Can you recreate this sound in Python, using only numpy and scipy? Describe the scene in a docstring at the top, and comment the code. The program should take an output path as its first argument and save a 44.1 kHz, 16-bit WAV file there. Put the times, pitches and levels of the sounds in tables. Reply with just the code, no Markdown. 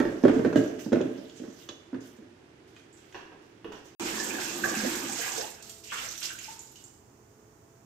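"""Soft thuds and wet slaps: boiled potatoes roll out of a tilted metal pot into a bowl in a hard-walled kitchen.
Each thud is a set of damped modes; shaped noise gives the slaps, the rumble and the pot's clanks, and swarms
of tiny decaying sines the wet slides. After a blink of silence water gushes and splashes, sloshes on in weaker
spurts and ends in single drips: noise drums on a basin, decaying sines of rising pitch are the bubbles, and
short pings the drops. Random echoes and a faint room tone surround both parts."""
import sys
import numpy as np
from scipy import signal
from scipy.fft import rfft, irfft, next_fast_len
from scipy.io import wavfile
from scipy.ndimage import map_coordinates

SR = 44100
rng = np.random.default_rng(int(sys.argv[2]) if len(sys.argv) > 2 else 0)


def master(y):
    """Save y as 16-bit WAV."""
    cut = np.clip(np.atleast_2d(y).T, -1, 1)
    pcm = np.round(cut * 32767)  # scale
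    wavfile.write(sys.argv[1], SR, pcm.astype(np.int16))


N = 346185  # length of the scene in samples
T = np.arange(int(0.8 * SR)) / SR  # time axis of one short event or echo, in seconds

# Potatoes landing. Each row: start in seconds, level in dB, pitch of the thud in Hz,
# level of the slap against the thud in dB.
POTATO_LANDINGS = [(0.001, -10, 312, -7), (0.013, -18.5, 321, -46), (0.052, -14.5, 342, -13),
                   (0.085, -22, 340, -20), (0.123, -27.5, 548, -13), (0.157, -28, 376, -13),
                   (0.237, -7, 257, -14.5), (0.251, -3.5, 379, -17), (0.281, -12.5, 340, -9.5),
                   (0.294, -13, 277, -12), (0.339, -19, 377, -14), (0.361, -15.5, 265, -21),
                   (0.392, -14, 246, -15.5), (0.41, -26, 293, -13), (0.448, -14, 419, -11),
                   (0.458, -14.5, 251, -12.5), (0.493, -28, 275, -28), (0.528, -20.5, 406, -7.5),
                   (0.558, -5.5, 310, -15), (0.585, -18.5, 288, -24), (0.6, -19, 282, -24),
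                   (0.632, -23.5, 304, -20.5), (0.662, -24.5, 300, -19), (0.702, -28, 344, -15.5),
                   (0.862, -22.5, 234, -21), (0.92, -13, 266, -15.5), (0.929, -9, 281, -10.5),
                   (0.969, -14.5, 244, -25), (1.006, -15, 384, -20), (1.036, -22, 250, -24),
                   (1.075, -28, 279, -27), (1.182, -32, 256, -14), (1.244, -42, 270, -23),
                   (1.399, -31, 247, -27), (1.415, -35, 261, -20), (1.436, -32.5, 336, -7.5),
                   (1.449, -33, 245, -11.5), (1.477, -32, 235, -18), (1.5, -42, 290, -20),
                   (1.691, -35.5, 338, -2.5), (1.929, -26.5, 285, -13), (1.944, -28, 254, -10),
                   (1.963, -32, 255, -18), (2.186, -39, 233, -13), (2.21, -46, 259, -21),
                   (2.224, -42, 297, -14)]
# Likeness of left and right. Each row: frequency in Hz, correlation from 0 to 1.
STEREO_LIKENESS = [(130, 0.96), (290, 0.94), (640, 0.085), (1400, 0)]
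# Colour of splashing water. Each row: frequency in Hz, level in dB.
SPLASH_COLOUR = [(240, 3.5), (400, 1.5), (449, -4), (650, -8), (708, -3), (982, -6.5), (1180, -6),
                 (1330, -9), (1630, -1), (2080, -8.5), (2570, -4), (3490, -11), (5000, -28), (6500, -50),
                 (11000, -120)]
# Colour of fine spray. Each row: frequency in Hz, level in dB.
SPRAY_COLOUR = [(1650, -39), (2800, -9), (4420, -6), (6100, -2), (7240, -1.5), (8060, -4.5), (9840, -19),
                (12200, -10.5), (14900, -17), (15400, -16)]


def amp(db):
    """Amplitude ratio of a level: 20 dB is a factor of ten."""
    return 10 ** (np.asarray(db) / 20)


def unit(x):
    """Normalise the mean power: scale to rms 1."""
    return x / np.sqrt(np.mean(x ** 2) + 1e-20)


def peaked(x):
    """Normalise the amplitude: scale to peak 1."""
    return x / (np.abs(x).max() + 1e-20)


def fade(t, t60):
    """Exponential damping: the amplitude falls by 60 dB in t60."""
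    return np.exp(-np.log(1000) * t / t60)


def along(points, hz):
    """Interpolate (Hz, value) points linearly in log frequency."""
    point_hz, values = np.transpose(points)
    return np.interp(np.log(hz + 1), np.log(point_hz), values)


def curves(rows):
    """Interpolate linearly in time: one value per sample for each column after the time."""
    times, *columns = np.transpose(rows)
    return [np.interp(np.arange(N) / SR, times, column) for column in columns]


def add(track, s, sound):
    """Superpose a sound on the track at time s."""
    start = max(round(s * SR), 0)
    track[:, start:start + sound.shape[-1]] += sound[..., :N - start]


def filtered(x, response):
    """Linear filtering: multiply the spectrum of x by a response of frequency."""
    size = next_fast_len(x.shape[-1] + 4096)
    spectrum = rfft(x, size) * response(np.fft.rfftfreq(size, 1 / SR))
    return irfft(spectrum, size)[..., :x.shape[-1]]


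def coloured(x, spectrum):
    """Spectral shaping: filter x by a curve of (Hz, dB)."""
    return filtered(x, lambda hz: amp(along(spectrum, hz)))


def half_angle(hz):
    """Half the angle whose cosine is the left-right correlation at this frequency."""
    return np.arccos(np.clip(along(STEREO_LIKENESS, hz), -1, 1)) / 2


def diffuse(pair):
    """Diffuse field: two unrelated signals become alike in the bass and unrelated in the treble."""
    def shares(hz):
        return np.array([np.cos(half_angle(hz)), np.sin(half_angle(hz))])
    mid, side = filtered(pair, shares)
    return np.array([mid + side, mid - side])


def noise(spectrum):
    """Stationary noise: a shaped diffuse field of rms 1."""
    return unit(coloured(diffuse(rng.standard_normal((2, N))), spectrum))


def in_kitchen(x, wet_db, near_db, near_t60=0.12):
    """Reverberation: convolve with dense, fast-fading wall echoes and a longer room tail."""
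    # Decay of the room. Each row: frequency in Hz, t60 in seconds.
    room_decay = [(120, 0.77), (320, 0.59), (840, 0.7), (2200, 0.69), (6000, 0.66), (14000, 0.78)]
    hz, t, z = signal.stft(rng.standard_normal((2, len(T))), SR, nperseg=256)
    decaying = z * fade(t, along(room_decay, hz)[:, None])
    tail = signal.istft(decaying, SR, nperseg=256)[1][:, :len(T)]
    near = rng.standard_normal((2, len(T))) * fade(T, near_t60)
    echoes = diffuse(amp(wet_db) * unit(tail) + amp(near_db) * unit(near)) / np.sqrt(len(T))
    echoes *= np.minimum(T / 0.0016, 1)  # the echoes build up over 1.6 ms
    x = np.atleast_2d(x)
    return x + signal.fftconvolve(x, echoes, axes=1)[:, :x.shape[1]]


def ring(modes, scatter_db):
    """Modal synthesis: damped sines of random strength, out of step between the channels when high."""
    out = np.zeros((2, len(T)))
    for hz, db, t60 in modes:
        lead = half_angle(hz) * rng.choice([-1, 1])
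        phase = 2 * np.pi * hz * T + np.array([[lead], [-lead]])
        strength = amp(db + scatter_db * rng.normal())
        out += strength * fade(T, t60) * np.sin(phase)
    return out


def crack(spectrum, t60):
    """Contact noise: a shaped, exponentially damped burst with peak 1."""
    burst = rng.standard_normal(len(T)) * fade(T, t60) * np.minimum(T / 0.00093, 1)
    return peaked(coloured(burst, spectrum))


def delayed(x, samples):
    """Pure delay: shift an event later within its time axis."""
    return np.pad(x, (samples, 0))[:len(T)]


def rattle(colour):
    """Repeated impact: a blow followed by four uneven, ever weaker recontacts."""
    first_db, mean_gap_s, loss_db = -13, 0.014, 2  # the loss is per recontact
    out = crack(colour, t60=0.048)
    times = np.cumsum(mean_gap_s * (0.5 + rng.random(size=4)))
    for k, s in enumerate(times):
        out = out + amp(first_db - loss_db * k) * delayed(crack(colour, t60=0.033), int(s * SR))
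    return out


def bubble(t, hz, cycles, rise):
    """Bubble resonance: a sine falls 60 dB in the given cycles, its pitch rising towards the surface."""
    age = t * hz / cycles
    tone = np.sin(2 * np.pi * hz * t * (1 + rise * np.minimum(age, 1) / 2))
    return tone * fade(age, 1.0) * (1 - np.exp(-t * hz))


def swarm(rate, low_hz, high_hz, cycles, spread_db, wet_db, size):
    """Granular superposition: short decaying sines at random, in three groups with their own echoes."""
    out = np.zeros((2, N))
    for _ in range(3):
        count = int(rate * N / SR)  # rate is in grains per second for one group
        when, pitch, strength, side = rng.random((count, 4)).T[:, :, None]
        hz = low_hz * (high_hz / low_hz) ** pitch
        gain = amp(-spread_db * np.log(np.maximum(strength, 0.01))) * hz / high_hz
        grains = gain * bubble(np.arange(size) / SR, hz, cycles, rise=0.12)
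        at = ((when * N).astype(int) + np.arange(size)).ravel()
        pans = (np.sqrt(side), np.sqrt(1 - side))
        direct = np.array([np.bincount(at, (grains * pan).ravel(), N + size)[:N] for pan in pans])
        out += in_kitchen(direct, wet_db, near_db=9.0)
    return unit(out)


def swell(start, length, rise_s, fall_db_per_s):
    """Amplitude envelope: a linear rise, full until its length has passed, then an exponential fall."""
    age = np.arange(N) / SR - start
    return np.clip(age / rise_s, 0, 1) * amp(-fall_db_per_s * np.maximum(age - length, 0))


def until(end, fall_db_per_s):
    """Amplitude envelope: full until the end, then an exponential fall."""
    return amp(-fall_db_per_s * np.maximum(np.arange(N) / SR - end, 0))


def together(gains):
    """Incoherent addition: unrelated sounds add in power."""
    return np.sqrt(sum(g ** 2 for g in gains))


def standing_waves(x):
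    """Room resonance: standing waves between counter and walls lift or hollow narrow bands."""
    # Each row: frequency in Hz, bandwidth in Hz, gain at the centre in dB.
    bands = [(138, 19, -3), (188, 13, -3), (403, 39, -8.5), (590, 25, 0.5), (740, 110, -4.5),
             (1620, 260, 2.5)]
    for hz, width_hz, db in bands:
        b, a = signal.iirpeak(hz, hz / width_hz, fs=SR)
        x = x + (amp(db) - 1) * signal.lfilter(b, a, x)
    return x


def stove_air():
    """Stationary background noise: the room tone by the stove."""
    # Each row: frequency in Hz, level in dB.
    air_colour = [(18, -52), (30, -25.5), (113, -5), (211, -10.5), (337, 0.5), (426, -5.5), (485, -12.5),
                  (698, -15), (837, -14.5), (1140, -19.5), (1600, -17.5), (3320, -23.5), (3880, -27),
                  (6040, -29), (15000, -50)]
    return amp(-55) * noise(air_colour)


def bowl_air():
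    """Stationary background noise: the room tone by the bowl."""
    # Each row: frequency in Hz, level in dB.
    air_colour = [(18, -49), (30, -17), (119, -1), (185, -11), (216, -8), (247, -7.5), (337, -5.5),
                  (437, -6.5), (511, -12.5), (680, -15.5), (774, -14), (859, -14), (1000, -15),
                  (1140, -17.5), (1270, -17.5), (3980, -32.5), (6700, -21), (10200, -36.5), (15000, -32)]
    return amp(-57.5) * noise(air_colour)


def hum():
    """Slow modulation: a few faint tones waver in level and phase."""
    # Each row: frequency in Hz, mean level in dB.
    tones = [(122, -74), (216, -72.5), (328, -70.5), (426, -72), (668, -75.5)]
    drift_step_s = 0.3
    t = np.arange(N) / SR
    knots = np.arange(0, t[-1] + drift_step_s, drift_step_s)

    def drift():
        return np.interp(t, knots, rng.standard_normal(len(knots)))

    out = np.zeros(N)
    for hz, db in tones:
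        level = amp(db + 4.6 * drift()) * np.sqrt(2)  # drift in dB
        out += level * np.sin(2 * np.pi * hz * t + 1.1 * drift())  # drift in radians
    return out


def tipping():
    """Rolling and sliding friction: noise rumbles after landings, swarming grains are the wet slips."""
    # Colour of the rumble. Each row: frequency in Hz, level in dB.
    roll_colour = [(41, -68), (70, -50), (108, -21), (182, -14.5), (265, -4), (347, -2), (403, -5.5),
                   (441, -1), (504, -16), (620, -9.5), (931, -34.5), (1570, -32.5), (2500, -34),
                   (3250, -50.5), (5500, -120)]
    # Colour of wet sliding. Each row: frequency in Hz, level in dB.
    slide_colour = [(350, -35), (600, -10), (716, -9), (890, -21), (1620, -13.5), (2270, -17.5),
                    (2940, -10.5), (4020, -15.5), (6380, -11.5), (9590, -27.5), (15400, -23.5)]
    # Slips on the wall, first potatoes, then hands. 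Each row: start in seconds, length in seconds,
    # level in dB.
    slips = [(0.0, 0.22, -59), (0.327, 0.064, -52.5), (0.553, 0.036, -48), (0.785, 0.037, -48),
             (1.357, 0.034, -53.5), (1.58, 0.045, -56), (2.002, 0.067, -56.5), (2.67, 0.1, -65),
             (2.964, 0.21, -62.5), (3.415, 0.03, -66), (3.715, 0.031, -58.5), (3.84, 0.053, -61.5)]
    rumble_db, rumble_rise_s, rumble_fall_db_per_s = -24, 0.036, 65.5  # level against the thud
    slip_rise_s, slip_fall_db_per_s = 0.0081, 104
    # the load creeps over the wall while the pot is tilted
    creep = amp(-58.5) * until(1.63, fall_db_per_s=60)
    rumble_gains = [amp(db + rumble_db) * swell(s, rumble_rise_s, rumble_rise_s, rumble_fall_db_per_s)
                    for s, db, _, _ in POTATO_LANDINGS]
    slip_gains = [amp(db) * swell(s, length, slip_rise_s, slip_fall_db_per_s) for s, length, db in slips]
    roll = together(rumble_gains)
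    slide = together([creep] + slip_gains)
    sticky = swarm(rate=210, low_hz=920, high_hz=14700, cycles=6.9, spread_db=4.0, wet_db=13.0, size=160)
    return roll * noise(roll_colour) + slide * unit(coloured(sticky, slide_colour))


def pot():
    """Impact excitation: the rim clanks, handles tick, the hollow body rattles; a drop sizzles."""
    # Knocks on the rim. Each row: start in seconds, level in dB.
    clanks = [(0.5592, -29), (0.9268, -36.5), (1.0117, -34), (1.296, -41.5), (1.6889, -27.5), (3.7224, -43)]
    # Colour of the rim. Each row: frequency in Hz, level in dB.
    rim_colour = [(500, -20), (1050, -2.5), (1550, -3), (2200, -15), (2800, 3.5), (3450, 6), (4000, -5),
                  (5300, -10.5), (6700, -1), (9000, -41), (15000, -44)]
    # Light touches on the handles. Each row: start in seconds, level in dB.
    ticks = [(2.764, -43), (3.043, -52), (3.125, -44), (3.725, -45)]
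    # Colour of a tick. Each row: frequency in Hz, level in dB.
    tick_colour = [(500, -20), (1200, 2), (3100, 10), (4200, -2), (6200, -2), (8000, -9), (11000, -32)]
    # Bumps of the body. Each row: start in seconds, level in dB, level of the low knock against it
    # in dB, brightness in dB per octave.
    bumps = [(3.145, -31.5, -9, 0), (3.316, -46.5, -5, -4.5), (3.644, -37.5, 0.5, -1), (3.719, -38, -8, -3),
             (3.751, -49.5, 1, 13)]
    # Colour of the hollow body before brightening. Each row: frequency in Hz, level in dB.
    hollow_colour = [(300, -11.5), (560, -7), (780, 6.5), (880, -7), (980, 6), (1250, -0.5), (1650, 3),
                     (2100, -7.5), (2850, 2.5), (3400, -6), (4000, -12.5), (6000, -14.5), (9000, -51)]
    # Colour of the pot's base. Each row: frequency in Hz, level in dB.
    base_colour = [(150, -23), (330, 3), (430, 1.5), (600, -10), (1200, -56)]
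    # Modes of the wall. Each row: frequency in Hz, mean level in dB, t60 in seconds.
    wall_modes = [(418, 0, .3), (766, -3.5, 0.23), (983, 10, 0.18), (1111, -14, 0.36), (1170, -9.5, .3),
                  (1280, -8.5, 0.28), (1640, -31, 0.16), (1636, 0, 0.3), (2682, -14, .2), (2790, -14, .16),
                  (2770, -8, 0.2), (2960, -15, .16)]
    # Colour of a drop on the hot stove. Each row: frequency in Hz, level in dB.
    sizzle_colour = [(3000, -25), (6200, -8), (7600, 6), (8600, -8), (10500, -23)]
    out = np.zeros((2, N))
    for s, db in clanks:
        add(out, s, amp(db) * in_kitchen(crack(rim_colour, t60=0.026), wet_db=-2.0, near_db=-1))
    for s, db in ticks:
        add(out, s, amp(db) * in_kitchen(crack(tick_colour, t60=0.017), wet_db=5.5, near_db=-2))
    for s, db, knock_db, bright_db in bumps:
        wall = amp(-16) * peaked(ring(wall_modes, scatter_db=2))
        lowest_hz = hollow_colour[0][0]
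        colour = [(hz, level + bright_db * np.log2(hz / lowest_hz)) for hz, level in hollow_colour]
        body = rattle(colour) + amp(knock_db) * crack(base_colour, t60=0.053)
        add(out, s, amp(db) * in_kitchen(body + wall, wet_db=7.5, near_db=-2))
    sizzle = crack(sizzle_colour, t60=0.27)
    add(out, 2.927, amp(-52.5) * in_kitchen(sizzle, wet_db=4, near_db=-3))
    return out


def drops():
    """Bubble resonance: big air pockets gulp low, smaller ones plop, and drips tick and ping high."""
    # Big air pockets. Each row: start in seconds, level in dB, pitch in Hz.
    gulps = [(4.767, -29.5, 212), (4.79, -33.5, 212), (4.833, -31.5, 225), (4.861, -29.5, 259),
             (5.027, -35, 253), (5.05, -39, 242)]
    # Single large bubbles. Each row: start in seconds, level in dB, pitch in Hz, t60 in seconds.
    plops = [(4.198, -34.5, 1745, 0.052), (4.219, -35, 1760, 0.025), (4.385, -31, 1560, 0.023),
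             (4.637, -23, 1595, 0.027), (4.641, -23, 1695, 0.021), (4.646, -29.5, 1160, 0.037),
             (4.742, -34, 1580, 0.022), (5.213, -31.5, 1630, 0.035), (5.838, -52, 2750, 0.008),
             (5.903, -36, 2740, 0.005), (5.92, -32, 1550, 0.0059), (6.22, -42.5, 1470, .02),
             (6.304, -35.5, 1520, 0.02), (6.481, -42, 890, 0.051), (6.757, -48, 2916, 0.023)]
    # Drops landing in water. Each row: start in seconds, level in dB, pitch in Hz,
    # level of the tick against the ping in dB.
    drips = [(4.412, -29.5, 7200, -2), (4.765, -41, 7300, -1), (5.098, -23.5, 6570, -7),
             (5.6246, -42.5, 5500, 6), (5.6952, -43, 7400, 10), (5.838, -49, 5970, 7),
             (6.0878, -26, 6030, -29.5), (6.1783, -35, 5700, 4.5), (6.389, -32.5, 6800, -5),
             (6.5928, -30, 7000, -16.5), (6.758, -45.5, 6500, -2), (6.84, -37, 7300, -10)]
    out = np.zeros((2, N))
    for s, db, hz in gulps:
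        gulp = peaked(bubble(T, hz, cycles=19, rise=0.092))
        add(out, s, amp(db) * in_kitchen(gulp, wet_db=-0.5, near_db=-2.0))
    for s, db, hz, t60 in plops:
        plop = peaked(bubble(T, hz, t60 * hz, rise=0.02)) + amp(-16.0) * crack(SPLASH_COLOUR, t60=0.017)
        add(out, s, amp(db) * in_kitchen(plop, wet_db=5.0, near_db=0))
    for s, db, hz, tick_db in drips:
        ping = peaked(bubble(T, hz, cycles=26, rise=0.027))
        drip = ping + amp(tick_db) * crack(SPRAY_COLOUR, t60=0.013)
        add(out, s, amp(db) * in_kitchen(drip, wet_db=5.5, near_db=3.0))
    return out


def surges():
    """Collective resonance: a bubble cloud rings in a fuzzy band, higher as it shrinks, lower as it grows."""
    # One table for each cloud. Each row: time in seconds, pitch in Hz, level in dB.
    clouds = [
        [(4.62, 519.4, -57), (4.665, 572, -39.5), (4.74, 540, -46.5)],
        [(4.81, 478, -57), (4.845, 524, -34), (4.87, 740, -41.5), (4.93, 820, -65)],
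        [(5.17, 1607, -54), (5.25, 1900, -38.5), (5.33, 2360, -54)],
        [(5.31, 329.2, -59), (5.38, 430.5, -41.5), (5.42, 661, -39), (5.46, 789, -42.5), (5.5, 820, -66)],
        [(5.835, 2810, -62), (5.895, 2585, -47), (5.908, 2760, -45.5), (6.02, 2795, -43.5), (6.08, 2560, -60)],
        [(5.912, 1446, -59.5), (5.925, 1404, -38.5), (5.985, 1300, -46), (6.03, 719, -50.5), (6.1, 600, -55)],
        [(6.215, 3030, -44), (6.235, 2950, -45), (6.33, 2695, -51)],
        [(6.385, 2596, -45.5), (6.41, 2620, -52), (6.52, 2490, -57)],
    ]
    knots_per_cycle = 0.6  # how often the band's amplitude and phase wander
    clump_db, clumps_per_s = 3, 160
    out = np.zeros((2, N))
    t = np.arange(N) / SR
    for rows in clouds:
        hz, db = curves(rows)
        cycle = np.cumsum(hz) / SR
        knot = cycle * knots_per_cycle
        randoms = rng.standard_normal((4, SR // 2))
        wander = np.array([map_coordinates(row, [knot], order=1) for row in randoms])
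        band = wander[:2] * np.cos(2 * np.pi * cycle) + wander[2:] * np.sin(2 * np.pi * cycle)
        flicker = map_coordinates(rng.standard_normal(SR // 2), [t * clumps_per_s], order=1)
        sounding = (t > rows[0][0]) * (t < rows[-1][0])
        out += amp(db) * unit(band * amp(clump_db * flicker)) * sounding
    return in_kitchen(out, wet_db=-6.5, near_db=-4.5)


def water():
    """Turbulent flow: a stream drums on a basin, churns bubbles, throws spray and spurts on as it fades."""
    # Course of the drumming. Each row: time in seconds, level in dB.
    drumming = [(4.0, -36.5), (4.27, -41), (4.34, -38), (4.45, -42.5), (4.72, -37.5), (4.82, -47),
                (4.87, -38), (4.94, -39), (5.12, -41), (5.26, -57), (5.41, -46), (5.65, -78)]
    # Colour of water beating on a basin. Each row: frequency in Hz, level in dB.
    drum_colour = [(53, -46), (90, -21), (178, -12.5), (216, -3), (281, -4.5), (347, 3.5), (450, -15.5),
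                   (500, -14), (661, -17), (742, -32), (900, -10.5), (1170, -49), (1980, -120)]
    # Spurts during and after the stream. Each row: start in seconds, length in seconds,
    # spray level in dB, splash level against the spray in dB, rise in seconds.
    spurt_rows = [(4.041, 0.036, -39.5, 4, 0.028), (4.145, 0.086, -39, -11, 0.02),
                  (4.394, 0.043, -37.5, -6.5, 0.016), (4.621, 0.074, -38, -18, .03),
                  (4.737, 0.2, -37.5, -1.5, 0.033), (4.92, 0.028, -41, -13, .03),
                  (5.148, 0.12, -37, -7.5, 0.024), (5.339, 0.029, -37, -19, .03),
                  (5.62, 0.12, -51, -10, 0.034), (5.834, 0.099, -47, -16, 0.0091),
                  (5.913, 0.14, -39.5, -3, 0.021), (6.094, 0.17, -44, -14, 0.0036),
                  (6.226, 0.023, -36, -9.5, 0.0059), (6.407, 0.13, -47, -8.5, .005),
                  (6.615, 0.12, -57, -19, .03), (6.753, 0.065, -55.5, -11, .005)]
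    # Colour of a spurt's broad splash. Each row: frequency in Hz, level in dB.
    spurt_colour = [(250, 9.5), (550, -9), (900, -9.5), (1300, -1.5), (1900, -1.5), (2700, -4), (3800, -9),
                    (5500, -10), (7500, -26)]
    stream = until(5.386, fall_db_per_s=74)
    splash_gains, spray_gains = [], [amp(-39) * stream]
    for s, length, db, splash_db, rise_s in spurt_rows:
        spurt = amp(db) * swell(s, length, rise_s, fall_db_per_s=93)
        spray_gains.append(spurt)
        splash_gains.append(amp(splash_db) * spurt)
    drum_db, = curves(drumming)
    churn = swarm(rate=350, low_hz=405, high_hz=5070, cycles=22.5, spread_db=3.5, wet_db=8.5, size=700)
    froth = swarm(rate=500, low_hz=455, high_hz=6000, cycles=9.9, spread_db=2.5, wet_db=11.0, size=400)
    droplets = swarm(rate=500, low_hz=2600, high_hz=14600, cycles=4.0, spread_db=4.0, wet_db=9.5, size=96)
    near_drops = swarm(rate=45, low_hz=4420, high_hz=14500, cycles=5.4, spread_db=3.5, wet_db=-4.5, size=96)
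    drum = amp(drum_db) * noise(drum_colour)
    splash = amp(-39.5) * stream * unit(coloured(churn, SPLASH_COLOUR))
    spurts = together(splash_gains) * unit(coloured(froth, spurt_colour))
    spray = together(spray_gains) * unit(coloured(droplets + amp(-4.5) * near_drops, SPRAY_COLOUR))
    return drum + splash + spurts + spray


def potatoes():
    """Soft impact: a slow push excites the bowl's low modes; wet skin slaps and scuffs with noise."""
    # The loaded bowl on its counter. Each row: frequency in Hz, mean level in dB, t60 in seconds.
    bowl_modes = [(119, -23.5, 0.25), (170.3, -23.5, 0.18), (267.1, -19, 0.24), (297, -17, 0.15),
                  (343.3, -15.5, 0.2), (437, -23.5, 0.3), (382, -4.5, 0.032), (584, -27, 0.19)]
    # The bowl's wall, struck through the pile. Each row: frequency in Hz, mean level in dB,
    # t60 in seconds.
    wall_modes = [(483, -2, 0.031), (573, 1, 0.059), (680, -2, 0.021)]
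    # Colour of wet skin on the bowl. Each row: frequency in Hz, level in dB.
    slap_colour = [(200, -6.5), (600, 12), (900, -1), (1250, -2.5), (1650, -0.5), (2200, -11.5),
                   (3100, -13), (4200, -20.5), (7000, -27.5), (15000, -60)]
    wall_db, wall_growth = -11.5, 0.55  # level at the hardest landing, dB lost per dB of softer landing
    scuff_db, scuff_within_s = -9, 0.03
    out = np.zeros((2, N))
    small_body = signal.butter(3, 125, "high", fs=SR, output="sos")  # a bowl radiates little deep bass
    hardest_db = max(row[1] for row in POTATO_LANDINGS)
    squash = (1 - np.exp(-T / 0.0019)) ** 2  # soft flesh builds up its push slowly
    for s, db, hz, slap_db in POTATO_LANDINGS:
        bounce = np.sin(2 * np.pi * hz * T) * fade(T, 0.05)
        struck = (bounce + ring(bowl_modes, scatter_db=3)) * squash
        thud = peaked(signal.sosfilt(small_body, struck))
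        wall_gain = amp(wall_db + wall_growth * (db - hardest_db))
        wall = wall_gain * peaked(ring(wall_modes, scatter_db=7.0) * squash)
        slap = crack(slap_colour, t60=0.029)
        # two smaller contacts follow each slap
        for late in (rng.random(size=2) * scuff_within_s * SR).astype(int):
            slap = slap + amp(scuff_db) * delayed(crack(slap_colour, t60=0.0025), late)
        body = in_kitchen(thud + wall, wet_db=-9.5, near_db=-9.5)
        skin = in_kitchen(slap, wet_db=2.0, near_db=-1.5)
        add(out, s, amp(db) * (body + amp(slap_db) * skin))
    return out


def scene():
    """Superposition in two parts: the tipping, a blink of silence, then the water, each over room tone."""
    # The silence: start in seconds, end in seconds.
    silence_start, silence_end = (3.95, 3.997)
    t = np.arange(N) / SR
    first = stove_air() + tipping() + pot() + standing_waves(potatoes())
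    second = bowl_air() + hum() + drops() + surges() + water()
    return first * (t < silence_start) + second * (t > silence_end)


def record(dry):
    """Band-limited stereo pickup: the channels differ in level with frequency; none passes 15.6 kHz."""
    # Each row: frequency in Hz, level of left minus right in dB.
    balance = [(120, -3), (380, -4), (800, -2), (1600, -4.5), (2400, -5), (4000, -5.5), (6500, -12.5),
               (8000, -9), (9500, 2), (15000, 1)]

    def ports(hz):
        left = amp(along(balance, hz))
        pair = np.array([left, np.ones_like(left)])
        return pair / np.sqrt((1 + left ** 2) / 2) * (hz < 15600)  # the pair keeps its mean power

    return filtered(dry, ports)


dry = scene()
out = record(dry)
master(out)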